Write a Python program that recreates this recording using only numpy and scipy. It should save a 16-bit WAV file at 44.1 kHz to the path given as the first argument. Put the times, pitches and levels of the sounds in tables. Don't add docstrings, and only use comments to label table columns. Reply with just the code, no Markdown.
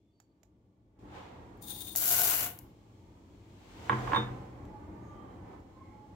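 import sys
import numpy as np
from scipy import signal
from scipy.fft import rfft, irfft
from scipy.io import wavfile
from scipy.ndimage import uniform_filter1d

SR = 44100
rng = np.random.default_rng(int(sys.argv[2]) if len(sys.argv) > 2 else 0)


def write(x):
    x = np.atleast_2d(x).T
    wavfile.write(sys.argv[1], SR, np.round(np.clip(x, -1, 1) * 32767).astype(np.int16))


N = 271458
T = np.arange(N) / SR


def undb(db):
    return 10 ** (np.asarray(db) / 20)


def unit(x):
    return x / np.sqrt(np.mean(x ** 2))


def pan(db):
    return undb(np.array([[db], [-db]]) / 2)


def swell(peak_s, rise_s, fall_s):
    return np.exp(-np.maximum((peak_s - T) / rise_s, (T - peak_s) / fall_s))


def wander(rate_hz):
    hold = int(SR / rate_hz)
    steps = np.repeat(rng.standard_normal(N // hold + 1), hold)
    return unit(uniform_filter1d(uniform_filter1d(steps, hold), hold)[:N])


def through(x, response):
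    return signal.fftconvolve(np.atleast_2d(x), np.atleast_2d(response), axes=1)[:, :N]


def colour(x, spectrum, size=4096):
    hz, db = np.transpose(spectrum)
    octave = np.log2(np.maximum(np.arange(size // 2 + 1), .5) * SR / size)
    skirt_db = 12 * np.minimum(octave - np.log2(hz[0]), 0)
    gain = undb(np.interp(octave, np.log2(hz), db) + skirt_db)
    cepstrum = irfft(np.log(gain))
    cepstrum[1:size // 2] *= 2
    cepstrum[size // 2 + 1:] = 0
    response = irfft(np.exp(rfft(cepstrum)))
    return through(x, response / np.linalg.norm(response))


def ring(modes, damping=1):
    t, out = T[:SR], 0
    for hz, db, t60, pan_db in modes:
        lead = np.array([[.5], [-.5]]) * min(hz / 700, 2)
        decay = np.exp(-np.log(1000) * t * damping / t60)
        out = out + undb(db) * pan(pan_db) * np.sin(2 * np.pi * hz * t + lead) * decay
    return out


def echoes(x, t60, wet_db, build_s):
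    t = T[:SR]
    tail = rng.standard_normal((2, SR)) * np.exp(-np.log(1000) * t / t60) * (1 - np.exp(-t / build_s))
    return x + undb(wet_db) * through(x, tail / np.linalg.norm(tail[0]))


def near_reflection(x, lag_s, sway, echo_db):
    late = [np.interp(T - lag_s * np.exp(sway * wander(2.527)), T, channel) for channel in x]
    return x + undb(echo_db) * np.array(late)


def scatter(x, t60, wet_db):
    fade = np.exp(-2 * np.log(1000) * T[:SR // 4] / t60)
    energy = np.maximum(through(x ** 2, fade / fade.sum()), 0)
    return x + undb(wet_db) * np.sqrt(energy) * rng.standard_normal((2, N))


def blows(times, db):
    return np.bincount(np.round(np.asarray(times) * SR).astype(int), undb(db), N)[:N]


def chatter(times, db, length_s, count=6):
    lateness = rng.random((len(times), count))
    late_s = np.asarray(times)[:, None] + length_s * lateness
    late_db = db[:, None] - 10 - 8 * lateness
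    return blows(times, db) + blows(late_s.ravel(), late_db.ravel())


def collisions(per_s, spread_db):
    chance = np.minimum(per_s / SR, 1) * np.ones(N)
    at = np.flatnonzero(rng.random(N) < chance)
    size_db = spread_db * np.minimum(rng.exponential(size=len(at)), 4)
    size = unit(undb(size_db)) / np.sqrt(chance[at])
    size = size * rng.choice([-1, 1], len(at))
    lag = rng.integers(-9, 10, len(at))
    return np.array([np.bincount(at, size, N), np.bincount((at + lag) % N, size, N)])


# (frequency [Hz], level [dB])
RUMBLE_SPECTRUM = [(30, -28.5), (45, 0), (70, -1), (113, 3), (151, -9.5), (181, -1), (240, -7.5),
                   (300, -0.5), (395, -10), (500, -15), (700, -20.5), (1000, -58)]
MIDDLE_SPECTRUM = [(250, -13), (450, 3), (620, -0.5), (860, 5), (1150, -2), (1400, -9), (2200, -13),
                   (3000, -28.5), (6000, -48.5)]
HISS_SPECTRUM = [(900, -24), (2200, 7), (3300, 6.5), (5200, 1), (7400, 1), (9800, -10.5), (12500, -9.5),
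                 (16000, -9.5)]
RUSH_SPECTRUM = [(500, -13), (1200, 7.5), (2200, 6), (3400, 3.5), (5200, -6.5), (7400, -9.5), (9800, -23),
                 (15500, -23.5)]
# (time [s], level [dB])
ROOM_LEVEL = [(0.0, -71.5), (0.234, -70), (0.95, -67.5), (1.04, -53.5), (1.19, -54), (2.49, -54.5),
              (2.77, -60.5), (3.59, -58), (4.13, -43), (4.52, -50.5), (5.44, -51), (5.57, -50.5),
              (5.64, -56), (6.156, -56.5)]
# (peak time [s], rise [s], fall [s], middle [dB], rush [dB], hiss [dB])
ROOM_SWELLS = [(1.16, 0.045, 0.16, -48.5, -55.5, -88), (3.921, 0.21, 0.31, -72, -58, -58.5),
               (4.158, 0.14, 0.05, -37.5, -51.5, -59.5), (5.54, 0.068, 0.034, -60, -70, -78)]

def room_tone():
    level_db = np.interp(T, *np.transpose(ROOM_LEVEL))
    usual_db = -54.5
    middle_gain = undb(-62 + 1.41 * (level_db - usual_db))
    hiss_gain = undb(-75.5 - 15.5 * (T < 0.99))
    middle_swell, rush_swell, hiss_swell = sum(
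        undb(db)[:, None] * swell(s, rise_s, fall_s) for s, rise_s, fall_s, *db in ROOM_SWELLS)
    noise = rng.standard_normal((9, N))
    rumble = colour(noise[0] * pan(1.2) + undb(-13) * noise[1:3], RUMBLE_SPECTRUM)
    rumble *= undb(level_db + 2 + 0.7 * wander(10))
    middle = near_reflection(colour(noise[3:5], MIDDLE_SPECTRUM), lag_s=0.003705, sway=0.087, echo_db=-6)
    middle *= undb(wander(8.8)) * np.hypot(middle_gain, middle_swell)
    hiss = near_reflection(colour(noise[5:7], HISS_SPECTRUM), lag_s=0.000938, sway=.04, echo_db=-15.5)
    hiss *= undb(.4 * wander(13)) * np.hypot(hiss_gain, hiss_swell)
    rush = colour(noise[7:9], RUSH_SPECTRUM) * rush_swell
    return rumble + pan(-4) * middle + pan(4.8) * hiss + pan(3.2) * rush


# (start [s], length [s], pitch [Hz], width [Hz], level [dB])
FAINT_TONES = [(0, 0.14, 3490, 70, -89.5), (0.083, 0.27, 4530, 120, -88), (1.59, 0.21, 835, 30.14, -58),
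               (4.67, 0.16, 840, 44.7, -55.5), (4.937, 0.45, 1190, 60.06, -59.5),
               (4.98, .2, 6500, 890, -80), (4.991, 0.45, 3166, 402, -77.5), (5.755, 0.091, 1065, 90, -57.5),
               (5.76, 0.24, 2130, 397, -71), (5.856, 0.53, 842, 45.18, -62)]

def faint_tones():
    out = 0
    for s, length, hz, width_hz, db in FAINT_TONES:
        arch = np.sin(np.pi * np.clip((T - s) / length, 0, 1))
        phase = 2 * np.pi * hz * T
        band = wander(width_hz) * np.sin(phase) + wander(width_hz) * np.cos(phase)
        out = out + undb(db) * arch * band
    return undb(-3) * pan(-4) * echoes(out, t60=.3, wet_db=-1.5, build_s=0.0086)


# (frequency [Hz], level [dB])
TICK_SPECTRUM = [(300, -16), (700, 18.5), (1600, -10.5), (3500, -10.5), (7000, 15), (9500, -7.5),
                 (12000, 3.5), (16000, -3)]
BODY_SPECTRUM = [(150, -17.5), (300, -5.5), (480, -6.5), (850, 2), (1100, 0.5), (1700, 0), (2500, 1),
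                 (4000, -6.5), (8000, -58.5)]
# (time [s], click [dB], body [dB], left minus right [dB])
LIGHT_TICKS = [(0.2011, -36.5, -38.5, -13), (0.4321, -40.5, -41, -16), (1.9531, -12.5, -14.5, 4.5),
               (4.653, -41, -35, -2), (5.603, -46, -45.5, -2.5)]

def ticks():
    clicks = sum(pan(pan_db) * blows([s], [db]) for s, db, _, pan_db in LIGHT_TICKS)
    bodies = sum(pan(pan_db) * blows([s], [db]) for s, _, db, pan_db in LIGHT_TICKS)
    bright = colour(scatter(clicks, t60=0.02, wet_db=6), TICK_SPECTRUM)
    dull = colour(scatter(bodies, t60=0.036, wet_db=-1.5), BODY_SPECTRUM)
    return undb(-10.5) * echoes(bright + dull, t60=.14, wet_db=-10, build_s=.01)


# (time [s], knock [dB], thud [dB])
CUP_KNOCKS = [(3.896, -1.5, -2), (3.9203, -12.5, -0.5), (3.9295, -14.5, -19), (4.075, -16, -36),
              (4.12, -12, -11.5), (4.1331, -4.5, -19), (4.147, -8.5, -21), (4.161, -6, -9.5),
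              (4.17, -11, -0.5)]
# (frequency [Hz], level [dB])
KNOCK_SPECTRUM = [(100, -17.5), (500, -3.5), (750, 0), (1050, 7), (1300, 5), (1700, 3), (2100, -4.5),
                  (3300, -13), (4300, -39), (8000, -53), (15000, -68)]
# (frequency [Hz], level [dB], t60 [s], left minus right [dB])
WALL_MODES = [(3475, -4, 0.25, -9.5), (3650, 6, 0.21, 1), (3700, -5, .1, 1), (8800, -7, .08, -4),
              (9370, 2.5, .12, 5), (13800, -2.5, .09, 7), (15400, 1.5, .12, 5.5)]
BASE_MODES = [(896, -22.5, 0.2, 8), (1027, -17.5, 0.43, -5), (1104, -13, 0.065, -3),
              (1085, 0.5, 0.028, -20.5), (1376, -25.5, 0.2, 13), (1646, -4.5, 0.032, -1)]
COUNTER_MODES = [(124.8, 0, 0.91, 1.3), (214.2, -2, 0.43, 0), (316.3, 0.5, 0.25, -0.79),
                 (381, -4, 0.47, -1.2), (475, 1.5, 0.3, -2.2)]

def cup_down(let_go_s=4.14, grip_db=-18):
    times, knock_db, thud_db = np.transpose(CUP_KNOCKS)
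    crack = undb(0.5) * pan(-1) * colour(chatter(times, knock_db, length_s=0.0076), KNOCK_SPECTRUM)
    crack = echoes(crack, t60=0.4, wet_db=-1, build_s=0.00057)
    base_ring = ring(BASE_MODES) * (1 - np.exp(-T[:SR] / 0.0035))
    base = undb(-12) * through(blows(times, knock_db), base_ring)
    base = echoes(base, t60=0.12, wet_db=-35, build_s=0.0062)
    wall_db = knock_db + grip_db * (times < let_go_s)
    wall = through(blows(times, wall_db), ring(WALL_MODES))
    blunt = signal.butter(3, 4200, fs=SR, output="sos")
    wall = undb(-31.5) * signal.sosfilt(blunt, wall)
    counter_ring = ring(COUNTER_MODES) * (1 - np.exp(-T[:SR] / 0.0014))
    thud = undb(-34) * through(blows(times, thud_db), counter_ring)
    return crack + base + wall + thud


POUR_START_S = 1.958
# (frequency [Hz], level [dB])
SKITTER_SPECTRUM = [(1500, -41.5), (2700, -24), (4400, -5.5), (5400, -12), (6700, -4.5), (8100, -14.5),
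                    (9000, 2.5), (10300, -13), (11500, -7), (15800, 2)]
# (time [s], skitter [dB], steel ring [dB])
SLIDE_SPURTS = [(1.623, -51, -64), (1.683, -46, -46.5), (1.704, -43.5, -40.5), (1.757, -51, -47),
                (1.809, -53, -47.5), (1.874, -46, -42)]

def slide(start_s=1.612, rise_s=0.025, fastest_s=1.81):
    glide = np.clip((T - start_s) / rise_s, 0, 1) * (T < POUR_START_S)
    glide *= undb(-50.5 - 160 * (T - fastest_s) ** 2)
    spurt, spurt_ring = sum(
        undb(db)[:, None] * swell(s, rise_s=0.0045, fall_s=0.02215) for s, *db in SLIDE_SPURTS)
    hits = collisions(per_s=3300, spread_db=1.8) * undb(wander(110))
    skitter = colour(scatter(hits * np.hypot(glide, spurt), t60=.008, wet_db=3), SKITTER_SPECTRUM)
    wall = ring(WALL_MODES, damping=3.3)
    push = hits * np.hypot(undb(-2.5) * glide, spurt_ring)
    return pan(9.5) * (skitter + through(push, wall / np.linalg.norm(wall[0])))


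# (frequency [Hz], level [dB])
CLICK_SPECTRUM = [(1500, -23), (2500, -24.5), (4300, -10.5), (5500, -8), (7300, -3), (8500, -8),
                  (10000, -6.5), (11200, 3), (13200, 2), (15800, 1)]
# (time [s], level [dB])
LENTIL_CLUMPS = [(1.574, -53), (1.625, -28.5), (1.682, -25.5), (1.807, -21), (1.9606, -4.5), (1.964, -15),
                 (1.97, -12), (1.976, -15.5), (1.982, -13), (2.0126, -12.5), (2.589, -25.5)]
# (time [s], gain in flow [dB])
FLOW_SURGES = [(2.089, 4), (2.195, 1.5), (2.272, 1.5)]
# (frequency [Hz], level [dB], t60 before damping [s], left minus right [dB])
POT_MODES = [(127.3, -8.5, 0.74, -0.5), (492, -5, 0.2, 1), (712, 0.5, 0.36, -6), (723, 3.5, .11, -7),
             (1090, -7, .08, 1), (1460, 3, .08, 1.5), (1509, 6.5, 0.09, -1.5), (2877, 2.5, 0.15, 5),
             (11150, -0.5, .12, 1.5), (11360, 7, 0.12, 1), (12960, 9, 0.07, 0.5), (13340, 5.5, .08, 0.5),
             (14900, 16, 0.018, 14.5)]

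def pour(fullest_s=2.2, empty_s=2.449):
    from_fullest_s = np.clip(T, POUR_START_S, empty_s) - fullest_s
    after_empty_s = np.clip(T - empty_s, 0, 1)
    flow = (T > POUR_START_S) * undb(-85 * from_fullest_s ** 2 - 345 * after_empty_s)
    flow *= undb(sum(db * swell(s, rise_s=.01, fall_s=.06) for s, db in FLOW_SURGES))
    hits = collisions(per_s=1400 + 3800 * flow, spread_db=3.8) * flow * undb(-30)
    clumps = blows(*np.transpose(LENTIL_CLUMPS))
    left, right = colour(scatter(hits + clumps, t60=0.024, wet_db=1.5), CLICK_SPECTRUM)
    shaded = signal.sosfilt(signal.butter(2, 9500, fs=SR, output="sos"), right)
    clicks = np.array([undb(3.5) * left, undb(-3) * right + undb(-10) * shaded])
    spreading_db = 17.5 * from_fullest_s
    settling_db = 153 * after_empty_s
    push = hits * undb(-13 + spreading_db + settling_db + 1.3 * wander(60))
    pot = ring(POT_MODES, damping=1.5)
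    pot_ring = undb(5.5) * through(push, pot / np.linalg.norm(pot[0]))
    body = undb(-2) * pan(0.67) * colour(scatter(push, t60=0.06, wet_db=-0.5), BODY_SPECTRUM)
    return clicks + body + pot_ring


def scene():
    lentils = echoes(slide() + pour(), t60=.25, wet_db=-10.5, build_s=0.015)
    return lentils + ticks() + cup_down() + room_tone() + faint_tones()


def record(dry):
    top_hz = 15750
    return signal.sosfilt(signal.ellip(10, .2, 75, top_hz, fs=SR, output="sos"), dry)


dry = scene()
out = record(dry)
write(out)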